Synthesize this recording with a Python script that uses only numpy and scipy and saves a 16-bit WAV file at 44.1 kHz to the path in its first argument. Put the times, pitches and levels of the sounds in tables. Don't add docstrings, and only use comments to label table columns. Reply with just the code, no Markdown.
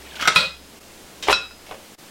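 import sys
import numpy as np
from scipy import signal
from scipy.fft import rfft, irfft, next_fast_len
from scipy.io import wavfile
from scipy.ndimage import uniform_filter1d, minimum_filter1d, map_coordinates

SR = 44100
rng = np.random.default_rng(int(sys.argv[2]) if len(sys.argv) > 2 else 0)


def dump(signal):
    limited = np.clip(np.atleast_2d(signal).T, -1, 1)
    pcm = np.round(limited * 32767).astype(np.int16)
    wavfile.write(sys.argv[1], SR, pcm)


N = 92610
T = np.arange(N) / SR
AGE = T[:SR * 3 // 4]
CRACK_T60, RING_ROOM_DB = 0.035, -13.5


# f/Hz, T60/s, level/dB struck on the rim, level/dB struck inside, beat f/Hz
POT_MODES = [(1031, 0.063, -2.5, -7, -4), (1294, 0.069, 0.5, -14, 0), (1410, 0.11, 0.5, -0.5, -17),
             (2505, 0.25, 2.5, -7.5, 10.5), (2607, 0.24, -8, 0, -16.5), (3344, 0.31, -8.5, -44, -5),
             (3970, 0.22, -13, -43, 0), (3882, .3, -7, -6, 8), (4048, 0.25, -5, -6.5, 8.5),
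             (4890, 0.062, -28, -1.5, 0), (5022, 0.86, -31.5, -27, 0), (5443, 0.14, -33, -5, -3),
             (5490, 0.36, -36, -27, 5)]
# f/Hz, relative level/dB
CRACK_SPECTRUM = [(40, -35), (150, -8.5), (350, -11.5), (800, -11.5), (1350, 1.5), (2100, -8), (3700, -3),
                  (5000, -10), (8000, -18.5), (9200, -23.5), (10500, -23.5), (16000, -45)]
# t/s, ring level/dB, crack level/dB, place (0 rim, 1 inside), crack's reverb gain/dB
POT_HITS = [(.052, -48, -63, 0.27, -3), (0.3599, -1, 0.5, 0, 0), (1.304, -20, -37, 0.86, -6),
            (1.3277, -5, -3.5, 0.85, -7.5)]

def pot(rock_at_s=1.51, rock_db=-35):
    out = np.zeros(N)
    for s, ring_db, crack_db, place, room_db in POT_HITS:
        modes = [(hz, rim + place * (wall - rim), t60, beat) for hz, t60, rim, wall, beat in POT_MODES]
        add(out, s, in_kitchen(amp(ring_db) * ring(modes), RING_ROOM_DB))
        add(out, s, in_kitchen(amp(crack_db) * burst(CRACK_SPECTRUM, CRACK_T60), room_db))
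    muted = [(hz, wall - 6 * abs(np.log2(hz / 1400)), t60 * 0.78, beat)
             for hz, t60, _, wall, beat in POT_MODES]
    add(out, rock_at_s, amp(rock_db) * ring(muted))
    return out


# f/Hz, level/dB at full force, T60/s
TRAY_MODES = [(1220, -25, 0.04), (1291, -2, .1), (1444, -0.5, 0.053), (1560, -1, 0.035),
              (2058, -12.5, 0.11), (2148, -5.5, 0.093), (3313, -9, 0.044), (3650, -6, 0.056),
              (5640, -3.5, 0.039), (5900, -13, 0.13), (7480, -13, 0.076)]
# t/s, ring level/dB, crack level/dB
TRAY_KNOCKS = [(0.199, -29.5, -28.5), (0.206, -26.5, -33), (0.225, -18, -24), (.2548, -16, -40),
               (0.2752, -1.5, -7), (.279, -6, -1.5), (.283, -13.5, -5)]
# f/Hz, relative level/dB
CHATTER_SPECTRUM = [(100, -41), (180, -2), (300, -34.5), (450, -11), (560, 1), (750, -23), (1300, -30),
                    (2150, -19), (2520, -1), (3050, -10.5), (3500, -7), (4050, 0), (4450, -2.5),
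                    (5000, -32), (8500, -28.5), (15000, -36)]

def tray(chatter_at_s=0.36, rise_s=0.017, chatter_t60=0.27, chatter_db=-3, slips_per_s=1800):
    out = np.zeros(N)
    for s, ring_db, crack_db in TRAY_KNOCKS:
        db_per_octave = 0.28 * ring_db
        modes = [(hz, db + db_per_octave * np.log2(hz / TRAY_MODES[0][0]), t60, 0)
                 for hz, db, t60 in TRAY_MODES]
        add(out, s, in_kitchen(amp(ring_db) * ring(modes), RING_ROOM_DB))
        add(out, s, in_kitchen(amp(crack_db) * burst(CRACK_SPECTRUM, CRACK_T60), room_db=-5.5))
    swell = (1 - np.exp(-AGE / rise_s)) * amp(chatter_db - 60 * AGE / chatter_t60)
    add(out, chatter_at_s, grains(len(AGE), slips_per_s, CHATTER_SPECTRUM) * swell)
    return out


# f/Hz, level/dB, T60/s
HOLLOW_MODES = [(448, -12, 0.132), (544, -12, 0.22), (623.3, -10.5, .22), (778.6, -12, 0.13)]
# f/Hz, relative level/dB
THUD_SPECTRUM = [(25, -47), (65, -10), (200, -12.5), (450, 0.5), (780, 4), (1100, -1.5), (2000, -7),
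                 (3200, -7), (4800, -24), (15000, -39)]
# t/s, level/dB
LANDINGS = [(.276, -11.5), (.351, -23.5), (.36, -18), (.427, -21.5), (1.269, -25), (1.2845, -6.5),
            (1.297, -5), (1.3075, -14.5), (1.668, -43), (1.692, -37.5), (1.711, -28), (1.721, -32),
            (1.743, -38)]

def landings(push_at_s=1.285, push_s=0.079, push_hz=58, push_db=-30):
    out = np.zeros(N)
    hollow = [(hz, db, t60, 0) for hz, db, t60 in HOLLOW_MODES]
    for s, db in LANDINGS:
        thud = burst(THUD_SPECTRUM, t60=0.059) + ring(hollow)
        add(out, s, in_kitchen(amp(db) * thud, room_db=-10.5))
    push = amp(push_db) * arch(AGE / push_s)
    add(out, push_at_s, push * np.sin(2 * np.pi * push_hz * AGE))
    return out


# t/s, level/dB
SHELL_TICKS = [(0.155, -37), (.211, -24.5), (1.2259, -26), (1.229, -28.5), (1.277, -26), (1.306, -16.5),
               (1.315, -34), (1.665, -40)]
# start t/s, duration/s, level/dB
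SHELL_SCRAPES = [(0.347, 0.039, -18), (1.285, 0.067, -25.5), (1.674, 0.11, -52.5)]
# f/Hz, relative level/dB
TICK_SPECTRUM = [(100, -15), (500, -10.5), (1500, -14), (2400, -2.5), (3200, -1.5), (4200, -9.5),
                 (5300, -7), (7500, -15), (11000, -26.5), (16000, -28)]
SCRAPE_SPECTRUM = [(300, -27), (1200, 6), (3000, 5), (5400, -3), (7500, -3), (10500, -2), (13000, -14),
                   (16000, -18)]

def shells(grains_per_s=3000):
    ticks = np.zeros(N)
    for s, db in SHELL_TICKS:
        add(ticks, s, in_kitchen(amp(db) * burst(TICK_SPECTRUM, t60=0.053), room_db=1.5))
    strokes = sum(amp(db) * arch((T - s) / length) for s, length, db in SHELL_SCRAPES)
    return ticks + strokes * grains(N, grains_per_s, SCRAPE_SPECTRUM)


# f/Hz, relative level/dB
SMACK_SPECTRUM = [(80, -11), (500, -2), (900, 2.5), (1500, -20), (2200, 0), (3200, 0), (5500, -14),
                  (8000, -21), (15000, -22)]
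# t/s, level/dB
SLIDE_ENVELOPE = [(0, -57.5), (.08, -46.5), (.14, -46), (.19, -38.5), (.27, -31.5), (.34, -36), (.4, -36),
                  (.45, -75)]

def octopus(smacks_per_s=2500, pops_per_s=350, pop_hz=2800, log_spread=0.64, decay_cycles=9, pop_db=-1):
    smacks = grains(N, smacks_per_s, SMACK_SPECTRUM)
    pops, age = np.zeros(N), AGE[:SR // 50]
    for when, pitch, size in rng.random((int(pops_per_s * N / SR), 3)):
        hz = pop_hz * np.exp(log_spread * (2 * pitch - 1))
        bubble = np.sin(2 * np.pi * hz * age) * np.exp(-hz * age / decay_cycles)
        add(pops, when * N / SR, size ** 2 * bubble)
    return (smacks + amp(pop_db) * unit(pops)) * envelope(SLIDE_ENVELOPE)


# f/Hz, T60/s
KITCHEN_T60 = [(100, 0.38), (500, 0.26), (1500, 0.31), (4000, 0.27), (8000, 0.29), (15000, 0.05)]

def in_kitchen(sound, room_db, wall_delay_s=0.001, build_s=0.002):
    hz, t, noise = signal.stft(rng.standard_normal(len(AGE)), SR, nperseg=256)
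    decay = amp(-60 * t / along(KITCHEN_T60, hz)[:, None])
    tail = signal.istft(noise * decay, SR, nperseg=256)[1][:len(AGE)]
    tail *= np.clip((AGE - wall_delay_s) / build_s, 0, 1)
    return sound + amp(room_db) * signal.fftconvolve(sound, tail / np.linalg.norm(tail))[:len(sound)]


# t/s, level/dB
HUM_ENVELOPE = [(0, -49.5), (.2, -55), (.42, -44.5), (.63, -49.5), (.7, -59), (1.25, -60), (1.39, -45.5),
                (1.55, -54), (2.1, -74)]
# f/Hz, relative level/dB
HISS_SPECTRUM = [(20, 1), (45, -84.5), (70, -5.5), (100, -8.5), (190, -3), (320, -2.5), (600, -6.5),
                 (1200, -11.5), (3000, -12.5), (8000, -16.5), (16000, -24)]

def room_tone(hum_hz=65.7, drift_cycles=0.1, hiss_db=-44):
    wander = map_coordinates(rng.standard_normal(40), [T * 12], mode="mirror")
    hum = unit(np.sin(2 * np.pi * (hum_hz * T + drift_cycles * wander)))
    hiss = unit(coloured(rng.standard_normal(N), HISS_SPECTRUM))
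    return amp(hiss_db) * hiss + hum * envelope(HUM_ENVELOPE)


def ring(modes):
    return sum(amp(db - 60 * AGE / t60) * np.cos(np.pi * beat * AGE)
               * np.sin(2 * np.pi * (hz * AGE + rng.random())) for hz, db, t60, beat in modes)


def burst(spectrum, t60):
    return coloured(rng.standard_normal(len(AGE)) * amp(-60 * AGE / t60), spectrum)


def grains(samples, per_s, spectrum):
    impulses = rng.standard_normal(samples) * (rng.random(samples) < per_s / SR)
    return unit(coloured(impulses, spectrum))


def coloured(x, spectrum, size=4096):
    gain = unit(amp(along(spectrum, np.fft.rfftfreq(size, 1 / SR))))
    cepstrum = irfft(np.log(gain))
    cepstrum[1:size // 2] *= 2
    cepstrum[size // 2 + 1:] = 0
    return signal.fftconvolve(x, irfft(np.exp(rfft(cepstrum))))[:len(x)]


def along(points, hz):
    f, values = np.transpose(points)
    return np.interp(np.log(hz + 1), np.log(f + 1), values)


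def envelope(points):
    return amp(np.interp(T, *np.transpose(points)))


def arch(progress):
    return np.sin(np.pi * np.clip(progress, 0, 1))


def amp(db):
    return 10 ** (np.asarray(db) / 20)


def unit(x):
    return x / np.sqrt(np.mean(x ** 2) + 1e-20)


def add(track, s, sound):
    part = track[round(s * SR):][:len(sound)]
    part += sound[:len(part)]


def scene():
    return (pot() + tray() + landings() + shells() + octopus() + room_tone())[None]


# centre t/s, half duration/s, nominal depth/dB
LEVEL_DIPS = [(0.799, 0.0045, 13), (1.968, 0.013, 21)]

def record(dry, threshold_db=-12.5, squeeze=0.73, release_s=0.19, ceiling=0.98, edge_s=0.012, top_hz=16000):
    x = dry[0]
    level_db = 10 * np.log10(np.abs(uniform_filter1d(x ** 2, size=220)) + 1e-12)
    cut_db = squeeze * np.maximum(level_db - threshold_db, 0)
    release = np.exp(-T / release_s)
    held_db = np.maximum.accumulate(cut_db / release) * release
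    x = x * amp(-uniform_filter1d(held_db, size=64))
    limiter_gain = np.minimum(1, ceiling / (np.abs(x) + 1e-9))
    x = x * uniform_filter1d(minimum_filter1d(limiter_gain, size=45), size=45)
    for s, half, depth_db in LEVEL_DIPS:
        dip = np.clip((half - np.abs(T - s)) / edge_s + 0.5, 0, 1)
        x = x * amp(-depth_db * dip)
    padded = next_fast_len(N + SR // 2)
    passband = np.fft.rfftfreq(padded, 1 / SR) < top_hz
    return irfft(rfft(x, padded) * passband, padded)[None, :N]


dry = scene()
out = record(dry)
dump(out)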